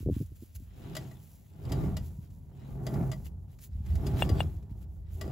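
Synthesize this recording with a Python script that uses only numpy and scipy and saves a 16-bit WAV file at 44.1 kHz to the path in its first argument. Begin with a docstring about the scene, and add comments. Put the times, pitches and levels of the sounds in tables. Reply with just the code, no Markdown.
"""Soft hand bumps and rubbing, then a heavy rumble that swells five times, very close: a sprocket on a
farm machine is gripped and swung to and fro by hand. Its worn bearing growls through the steel housing,
louder and grittier with speed, while the frame shudders and thin guard panels sing on. Loose parts
clack as it turns, and two sharp knocks land in the fourth, hardest swing. Faint yard air lies behind."""
import sys
import numpy as np
from scipy import signal
from scipy.fft import rfft, irfft
from scipy.io import wavfile
from scipy.ndimage import uniform_filter1d

SR = 44100
rng = np.random.default_rng(int(sys.argv[2]) if len(sys.argv) > 2 else 0)


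def persist_wave(psi):
    """Save psi, clipped to +-1, as 16-bit WAV."""
    counts = np.round(np.clip(psi, -1, 1) * 32767).astype(np.int16)
    wavfile.write(sys.argv[1], SR, np.atleast_2d(counts).T)


N = 234557

# Swings of the sprocket. Each row: start, speed-up, hold and slow-down in seconds, top speed from 0 to 1,
# share of that speed left for coasting, extra drone in dB, extra grit in dB.
SWINGS = [(0.658, .19, 0.18, 0.27, .53, 0.38, -3, 5), (1.542, 0.18, 0.13, 0.27, 0.94, .3, 1, -1),
          (2.523, 0.44, 0.07, .21, 1, .3, 2, -14), (3.819, 0.24, 0.33, 0.19, 0.94, 0.4, 0.5, -1.5),
          (5.106, .15, 0.088, .2, 0.78, 0.41, -5.5, -2.5)]
# Ring of the loose steel parts. Each row: pitch in Hz, level in dB, time to fall 60 dB in seconds.
STEEL_MODES = [(633, 3, 0.074), (1166, -5, 0.081), (1943, -4, 0.099), (2067, -7.5, 0.067),
               (2875, -10.5, 0.09), (3170, -14.5, 0.12), (3456, -11, 0.095), (3880, -11.5, 0.063),
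               (4576, -4.5, 0.042), (4864, -5.5, 0.082), (5260, -9.5, 0.038), (6610, -22, 0.035),
               (7540, -8, 0.039)]
# Tone of a dry crack on steel. Each row: frequency in Hz, gain in dB.
CRACK_EQ = [(500, 2.5), (1500, -0.5), (3500, -3.5), (5200, -0.5), (5800, -4), (7200, 1.5), (9000, -9),
            (11500, -3.5), (15500, -8)]


def bearing(speed):
    """Balls drop into pits of the race, faster and harder with speed, shaking the housing and panels."""
    # Low and middle resonances of the housing, then the guard panels that sing on after a swing.
    # Each row: pitch in Hz, width in Hz, gain in dB.
    drone_modes = [(132.4, 27, 8.5), (146.4, 34, -11.5), (123, 14, -14.5), (200.8, 5.3, -16)]
    growl_modes = [(241, 36, -17.5), (292.7, 9.1, 0.5), (345.3, 5.2, 1), (395.8, 15, 5.5),
                   (463.5, 33, -7.5), (504.2, 34, -2), (573, 20, -2), (651.5, 10, 4), (659, 54, -1.5),
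                   (730, 12, 2.5), (745, 6.8, 2), (825, 6.3, 9.5), (912, 16, -18), (984, 7.5, -13.5),
                   (1083, 34, 0.5), (1138, 14, 5.5), (1201, 10, 6.5), (1322, 39, -0.5), (1373, 21.5, 0.5),
                   (1479, 17, 0.5), (1723, 19, 3.5)]
    panel_modes = [(301.5, 3, -7), (813, 2, 0), (852, 2.5, 0), (905, 3, -4), (948, 2, 1), (954, 2, 1),
                   (1042, 2, -8)]
    # Broad body of the growl. Each row: frequency in Hz, gain in dB.
    body_eq = [(100, -19), (190, -20), (260, 8), (400, 6.5), (480, -8), (750, -6.5), (1050, -14.5),
               (1500, -50.5), (2200, -23), (4000, -69.5)]
    t = np.arange(N) / SR
    pits_per_s = 250 + 1200 * speed
    pits = impacts(pits_per_s, spread_db=0)

    lagged_speed = np.interp(t - .03, t, speed)  # the housing takes a moment to build up
    extra_drone_db, _ = swing_accents()
    drone_db = speed_db(lagged_speed, full_db=-31.5, tenfold_db=31.6) + extra_drone_db
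    drone = resonate(stereo(pits, side_db=-13, left_db=-.8), drone_modes)
    drone = steady(resonate(drone, [(140, 150, 0)]), span=.07) * amp(drone_db)

    # the bass sits near the centre, the mids spread wider
    side = colour(pits[1:], [(200, -13.5), (700, -2.5)])[0]
    blows = stereo([pits[0], side], side_db=1.5, left_db=1.5)
    dull_blows = colour(blows, [(100, -29), (230, 14.5), (1600, -17), (2600, -24.5)])
    housing = unit(resonate(dull_blows, growl_modes))
    body = unit(colour(stereo(impacts(pits_per_s, spread_db=3), side_db=-21, left_db=-1.5), body_eq))
    growl_db = speed_db(speed, full_db=-38, tenfold_db=42.9)
    growl = steady(housing + speed ** .22 * body, span=.08) * amp(growl_db)
    # the growl sounds duller above about 1 kHz when the sprocket turns slowly
    lows = signal.sosfiltfilt(signal.butter(8, 1050, fs=SR, output="sos"), growl)
    growl = lows + (.41 + .65 * speed) * (growl - lows)

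    panels = resonate(blows * amp(growl_db / 2), panel_modes)
    panels = unit(resonate(panels, [(896, 500, -19.5), (305, 80, 29)]))
    turning = np.interp(t, [.62, .76], [.25, 1])  # until the first swing it is only being gripped
    return turning * (drone + growl) + amp(-66.5) * panels


def pushed_speed(creep=.091):
    """Each swing speeds the sprocket up, holds it and brakes it; in between it barely creeps."""
    swings = [top * swell(start, rise, hold, fall) for start, rise, hold, fall, top, *_ in SWINGS]
    return np.maximum(creep, np.max(swings, axis=0))


def coasting_speed(decay_s=1.):
    """After each swing the sprocket runs on slowly and dies away."""
    t, speed = np.arange(N) / SR, 0
    for start, rise, hold, _, top, share, *_ in SWINGS:
        since = t - start - rise - hold
        speed = np.maximum(speed, top * share * (since > 0) * np.exp(-np.abs(since) / decay_s))
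    return speed


def swing_accents():
    """Extra drone and grit in dB, gliding from one swing to the next."""
    start, rise, *_, drone_db, grit_db = np.transpose(SWINGS)
    return [np.interp(np.arange(N) / SR, start + rise, db) for db in (drone_db, grit_db)]


def frame(speed):
    """The heavy frame trembles under the moving mass and shudders at every shove."""
    # The hand shoves or catches the sprocket. Each row: start in seconds, hold in seconds, level in dB.
    shoves = [(0.013, 0.1, -36), (0.537, 0.022, -42), (1.636, 0.34, -35), (2.235, 0.16, -49),
              (2.694, 0.033, -41), (2.943, 0.058, -37.5), (3.176, 0.19, -41.5), (3.685, 0.15, -38.5),
              (3.865, 0.073, -27), (4.21, 0.16, -30), (4.447, 0.016, -35.5), (4.717, 0.37, -42),
              (5.092, .2, -38.5)]
    # Deep tone of the frame. Each row: frequency in Hz, gain in dB.
    frame_eq = [(10, -51.5), (28, -28), (42, -9), (58, 2), (70, -2), (84, 4.5), (100, -3.5), (125, -16),
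                (200, -20), (400, -71.5)]
    jolt_power = sum((amp(db) * swell(start, .024, hold, fall=.19)) ** 2 for start, hold, db in shoves)
    tremor = amp(speed_db(speed, full_db=-48, tenfold_db=8.1))
    shake = colour(stereo(rng.standard_normal((2, N)), side_db=-16, left_db=0), frame_eq)
    return steady(shake, span=.099) * np.sqrt(jolt_power + tremor ** 2)


def knocks():
    """Parts scrape together, meet with a thud and give a bright ring that is choked as they close."""
    # Each row: time in seconds, relative thud and ring levels in dB, pitch of the ring as a ratio.
    hits = [(4.222, -14.8, -18, 1.0), (4.4046, -17.8, -21.8, 1.012)]
    # The bright ring. Each row: pitch in Hz, level in dB, time to fall 60 dB in seconds.
    ring_modes = [(2778, 0, .047), (2600, -6, .018), (2380, -11, .018), (3360, -9, .042), (3930, -18, .012),
                  (1760, -7, .014), (7560, -29, .06), (8500, -18, .05)]
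    out, t = np.zeros((2, N)), np.arange(SR // 10) / SR
    for start, thud_db, ring_db, pitch in hits:
        scrape = unit(resonate(rng.standard_normal(len(t)), [(3320, 320, .46), (7900, 100, -2.6)]))
        lead_in = np.exp((t - t[-1]) / .018)
        add(out, start - t[-1], amp(-47.5) * scrape * lead_in)
        thud = (-push(t, hz=704, cycles=.95) + .6 * push(t, hz=1254, cycles=.84)
                + .31 * push(t, hz=2330, cycles=.94))
        choked = (1 - np.exp(-t / .0006)) / (1 + (t / .013) ** 8)
        bright = ring(t * pitch, ring_modes, detune=.002) * choked
        knock = amp(thud_db - 2) * thud + amp(ring_db - 3) * bright
        phase_lead = -signal.hilbert(knock).imag  # the near ear hears it a little ahead of the far one
        add(out, start, stereo([knock, phase_lead], side_db=-6, left_db=4))
    return out


def clacks():
    """A loose part slides over its play and chatters to rest, ringing the steel around it."""
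    # Each row: time in seconds, relative level in dB, gains of the low and the high ring in dB.
    hits = [(0.551, -67, -11, -2), (0.9504, -31, -6, 2), (0.9652, -26.5, -0.5, 3.5),
            (1.112, -47.5, 4.5, -17), (1.6502, -51, 2.5, 10.5), (1.695, -45, 5, 1),
            (1.7185, -28.5, -2.5, 1.5), (1.9666, -29.5, -5.5, -1.5), (2.303, -58, -23, -14),
            (2.8653, -31.5, 3, 0.5), (2.9387, -40.5, 4, -1), (3.1152, -32.5, 2, 1.5), (3.1294, -41, 10, -6),
            (3.5867, -49, -23, -21), (3.8608, -46, -10, -13), (3.953, -37, -10, -22),
            (4.0656, -30.5, -5.5, -1), (4.2904, -31.5, 0, 5), (4.565, -58, -7, -11),
            (4.6254, -56, -18, -17), (4.776, -66, 1.5, -8), (5.2106, -30, 0.5, -1), (5.276, -50.5, 1, 0)]
    out, t = np.zeros((2, N)), np.arange(SR // 6) / SR
    chatter = (1 - np.exp(-t / .0021)) * (np.exp(-t / .0062) + .056 * np.exp(-t / .069))
    build_up = 1 - np.exp(-t / .002)
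    for start, db, low_db, high_db in hits:
        noise = stereo(rng.standard_normal((2, len(t))), side_db=-10.5, left_db=0)
        crack = colour(noise * chatter, CRACK_EQ)
        # each blow lands elsewhere and favours other modes
        modes = [(hz, mode_db + (low_db if hz < 2500 else high_db) + 2.5 * rng.standard_normal(), t60)
                 for hz, mode_db, t60 in STEEL_MODES]
        steel = stereo([ring(t, modes, detune=.002), ring(t, modes, detune=.006)], side_db=-8, left_db=3)
        add(out, start, amp(db) * (amp(-2.5) * crack + amp(-12.5) * steel * build_up))
    return out


def hand_bumps():
    """Flesh meets something solid: a dull tap, and a boom that is deeper the softer the contact."""
    # Each row: time in seconds, relative boom and tap levels in dB, tap pitch in Hz.
    bumps = [(0.004, -37, -39.5, 222), (0.027, -40, -40, 280), (0.061, -32, -26, 310),
             (0.072, -20.5, -26.5, 318), (0.0868, -27, -22, 365), (0.097, -47, -23, 343),
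             (0.108, -29, -28, 182), (0.12, -29, -32, 218), (0.164, -32, -27, 220),
             (0.202, -42, -31.5, 220), (0.21, -23, -32.5, 298), (0.222, -29.5, -33.5, 250),
             (0.318, -42, -46, 264), (0.422, -60, -40.5, 257), (0.431, -51, -42, 275),
             (0.601, -45, -48.5, 230), (0.619, -45, -46, 192), (2.184, -58, -37.5, 144),
             (3.751, -30.5, -40, 150), (3.802, -31, -38.5, 157), (4.136, -22, -45.5, 140),
             (4.3, -52, -25.5, 360), (4.314, -17.5, -36, 142), (4.713, -31, -40.5, 173),
             (5.278, -34, -34, 430)]
    # The frame booms for a moment. Each row: pitch in Hz, width in Hz, gain in dB.
    boom_modes = [(114.8, 30, 5.5), (286, 17, -8.5)]
    out, t = np.zeros((2, N)), np.arange(SR // 8) / SR
    for start, boom_db, tap_db, tap_hz in bumps:
        boom = amp(boom_db - 1) * push(t, hz=.55 * tap_hz, cycles=.69)
        tap = amp(tap_db + 5) * push(t, hz=tap_hz, cycles=.85)
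        add(out, start, boom + tap)
    out += resonate(out, boom_modes)
    return colour(out, [(20, -8), (50, 5), (130, -1), (800, -4.5), (1300, -9.5)])


def friction(speed):
    """Dirt crackles in the race and scrapes the steel, and skin rubs with a fine hiss."""
    # Tone of the dirt and of the skin. Each row: frequency in Hz, gain in dB.
    grit_eq = [(700, 13.5), (1400, 16), (2000, 11.5), (2600, 14.5), (3400, 11.5), (4200, 9.5), (5000, -17),
               (5800, -6.5), (7200, -11.5), (9000, -46), (16000, -27)]
    skin_eq = [(1000, -15), (3000, -9), (5500, -7), (7200, -1.5), (9000, -9), (11500, 1), (13000, -3),
               (15500, 0.5)]
    grit_gain, hiss_gain = friction_gains(speed)
    grit = unit(colour(stereo(impacts(5000, spread_db=-2.5), side_db=-1, left_db=1.5), grit_eq))
    drag = stereo(impacts(810, spread_db=-2.5), side_db=-11.5, left_db=7)
    # the contact wanders, so each bright resonance catches in its own short spells
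    scrape = sum(resonate(drag * amp(5 * waver(30)), [(hz, 120, 0)]) for hz, _, _ in STEEL_MODES[2:])
    hiss = unit(colour(stereo(impacts(7000, spread_db=-2), side_db=-11, left_db=.2), skin_eq))
    dirt = amp(-1.5) * grit + amp(-7) * unit(scrape) + amp(-14.5) * grain_ticks(count=160)
    return grit_gain * dirt + hiss_gain * amp(6) * hiss


def friction_gains(speed):
    """Grit and hiss grow with speed and with each stroke of the hand; the hiss also flutters."""
    # Skin strokes dusty steel. Each row: middle and length in seconds, relative grit and hiss in dB.
    strokes = [(.0, 0.067, -64, -65.5), (0.158, 0.071, -61.5, -60), (0.238, 0.14, -79, -65.5),
               (0.364, 0.02, -72, -69), (0.52, 0.75, -84, -76), (0.559, 0.018, -85, -58),
               (0.82, 0.22, -80, -77), (1.29, 0.15, -77, -65.5), (1.413, 0.18, -79, -71),
               (2.046, 0.061, -70, -65), (2.25, 0.066, -72.5, -75), (2.35, 0.079, -86, -68),
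               (2.65, 0.17, -66.5, -82), (3.265, 0.031, -60.5, -60.5), (3.52, .06, -72.5, -71.5),
               (3.641, 0.058, -79, -62), (3.757, 0.089, -75, -72), (3.899, 0.091, -62.5, -69.5),
               (4.213, 0.068, -45.5, -53.5), (4.408, 0.046, -50.5, -60), (4.548, 0.047, -88, -88),
               (4.713, 0.032, -72, -77), (4.828, 0.034, -69.5, -71), (5.116, 0.096, -72, -93)]
    _, extra_grit_db = swing_accents()
    grit = amp(speed_db(speed, full_db=-57.5, tenfold_db=26.4) + extra_grit_db)
    hiss = amp(speed_db(speed, full_db=-65.5, tenfold_db=17.6))
    for middle, length, grit_db, hiss_db in strokes:
        stroke = hump(middle, length)
        grit = np.hypot(grit, amp(grit_db) * stroke)
        hiss = np.hypot(hiss, amp(hiss_db) * stroke)
    rustle = amp(2.5 * (1.5 - speed) * waver(14))  # skin rustles most when it moves slowly
    return grit, hiss * rustle


def grain_ticks(count):
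    """Coarser grains are crushed, each with a short dry tick."""
    out, t = np.zeros((2, N)), np.arange(SR // 100) / SR
    for start, db in zip(rng.random(count) * N / SR, 4 * rng.standard_normal(count)):
        add(out, start, amp(db) * np.exp(-t / .0015) * rng.standard_normal((2, len(t))))
    return unit(colour(stereo(out, side_db=-1.5, left_db=-1), CRACK_EQ))


def shaft_squeak(middle_s=.45, length_s=.14, middle_hz=4800, fall_hz_per_s=4200):
    """The gripped shaft creeps in its seal with a faint, broken, falling tone."""
    since = np.clip(np.arange(N) / SR - middle_s, -2 * length_s, 2 * length_s)
    hz = (middle_hz - fall_hz_per_s * since) * (1 + .012 * waver(180))
    gain = amp(-87 + 4 * waver(40)) * hump(middle_s, length_s)
    return gain * np.sin(2 * np.pi * np.cumsum(hz) / SR)


def yard_air():
    """Faint steady air around the machine."""
    # Dark tone of the air. 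Each row: frequency in Hz, gain in dB.
    air_eq = [(30, -15), (80, 6), (200, 0.5), (400, -12), (650, -13), (900, -27), (1150, -43),
              (3000, -38.5), (15000, -50)]
    return amp(-64) * unit(colour(stereo(rng.standard_normal((2, N)), side_db=-1.5, left_db=4), air_eq))


def impacts(rate, spread_db):
    """Two trains of tiny random impacts of uneven size, rate a second; rms 1."""
    chance = np.clip(rate / SR, 1e-4, 1)
    sizes = rng.standard_normal((2, N)) * amp(spread_db * rng.standard_normal((2, N)))
    return unit((rng.random((2, N)) < chance) * sizes / np.sqrt(chance))


def ring(t, modes, detune):
    """Free ringing of modes (Hz, dB, t60 s), tuned a little differently on every blow."""
    return sum(amp(db - 60 * t / t60) * np.sin(2 * np.pi * hz * (1 + detune * rng.standard_normal()) * t)
               for hz, db, t60 in modes)


def push(t, hz, cycles):
    """A padded contact: a wave at hz that swells for so many cycles and dies quickly."""
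    progress = t * hz / cycles
    return (progress * np.exp(1 - progress)) ** 4 * np.cos(2 * np.pi * (hz * t - cycles))


def resonate(x, modes):
    """Sum of resonances (Hz, width Hz, dB)."""
    return sum(amp(db) * signal.lfilter(*signal.iirpeak(hz, hz / width, SR), x)
               for hz, width, db in modes)


def colour(x, points, size=8192):
    """Minimum-phase EQ through (Hz, dB) points."""
    hz, db = np.transpose(points)
    bin_hz = np.arange(size // 2 + 1) * SR / size
    log_gain = np.log(amp(np.interp(np.log(bin_hz + 1), np.log(hz), db)))
    cepstrum = irfft(log_gain)[:size // 2]
    cepstrum[0] /= 2
    response = irfft(np.exp(rfft(2 * cepstrum, size)))
    return signal.fftconvolve(x, response[None], axes=1)[:, :x.shape[1]]


def stereo(pair, side_db, left_db):
    """Turn a mid and a side signal into two channels, leaning left by left_db."""
    both = pair[0] + amp(side_db) * pair[1] * np.array([[1], [-1]])
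    return both * amp(np.array([[left_db], [-left_db]]) / 2)


def speed_db(speed, full_db, tenfold_db):
    """Level that reaches full_db at speed 1 and gains tenfold_db for ten times the speed."""
    return full_db + tenfold_db * np.log10(speed)


def swell(start, rise, hold, fall):
    """From a quarter to full in rise seconds, a hold, then back to a quarter in fall seconds."""
    t = np.arange(N) / SR - start
    return .25 ** np.maximum(np.maximum(1 - t / rise, (t - rise - hold) / fall), 0)


def hump(middle, length):
    """A smooth rise and fall, length seconds wide at half height."""
    return .5 ** ((2 * (np.arange(N) / SR - middle) / length) ** 2)


def waver(rate):
    """Random drift that turns rate times a second; rms 1."""
    return unit(np.interp(np.arange(N) / SR * rate, np.arange(1024), rng.standard_normal(1024)))


def steady(x, span):
    """Even out level swings slower than span seconds; rms 1."""
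    power = uniform_filter1d(np.mean(x ** 2, axis=0), int(span * SR))
    return x / np.sqrt(uniform_filter1d(power, int(span * SR / 2)) + 1e-18)


def amp(db):
    """Decibels to gain."""
    return 10 ** (np.asarray(db) / 20)


def unit(x):
    """Scale to rms 1."""
    return x / np.sqrt(np.mean(x ** 2))


def add(out, start, sound):
    """Mix a sound in at start seconds."""
    i = max(int(start * SR), 0)
    out[:, i:i + sound.shape[-1]] += sound[..., :N - i]


def scene():
    """The rumble carries on as the sprocket coasts; the friction falls back when the hand lets go."""
    pushed = pushed_speed()
    speed = np.maximum(pushed, coasting_speed())
    machine = bearing(speed) + frame(speed) + friction(pushed) + shaft_squeak()
    return machine + hand_bumps() + clacks() + knocks() + yard_air()


def record(dry, top_hz=15700):
    """The left microphone port turns the phase of its treble; both channels lose the very top."""
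    # Bands where the port flips the phase. Each row: centre in Hz, width in Hz.
    port_bands = [(8950, 1500), (13200, 1700)]
    left, right = dry
    for hz, width in port_bands:
        left = left - 2 * resonate(left, [(hz, width, 0)])
    return signal.sosfilt(signal.ellip(10, .2, 80, top_hz, fs=SR, output="sos"), [left, right])


dry = scene()
out = record(dry)
persist_wave(out)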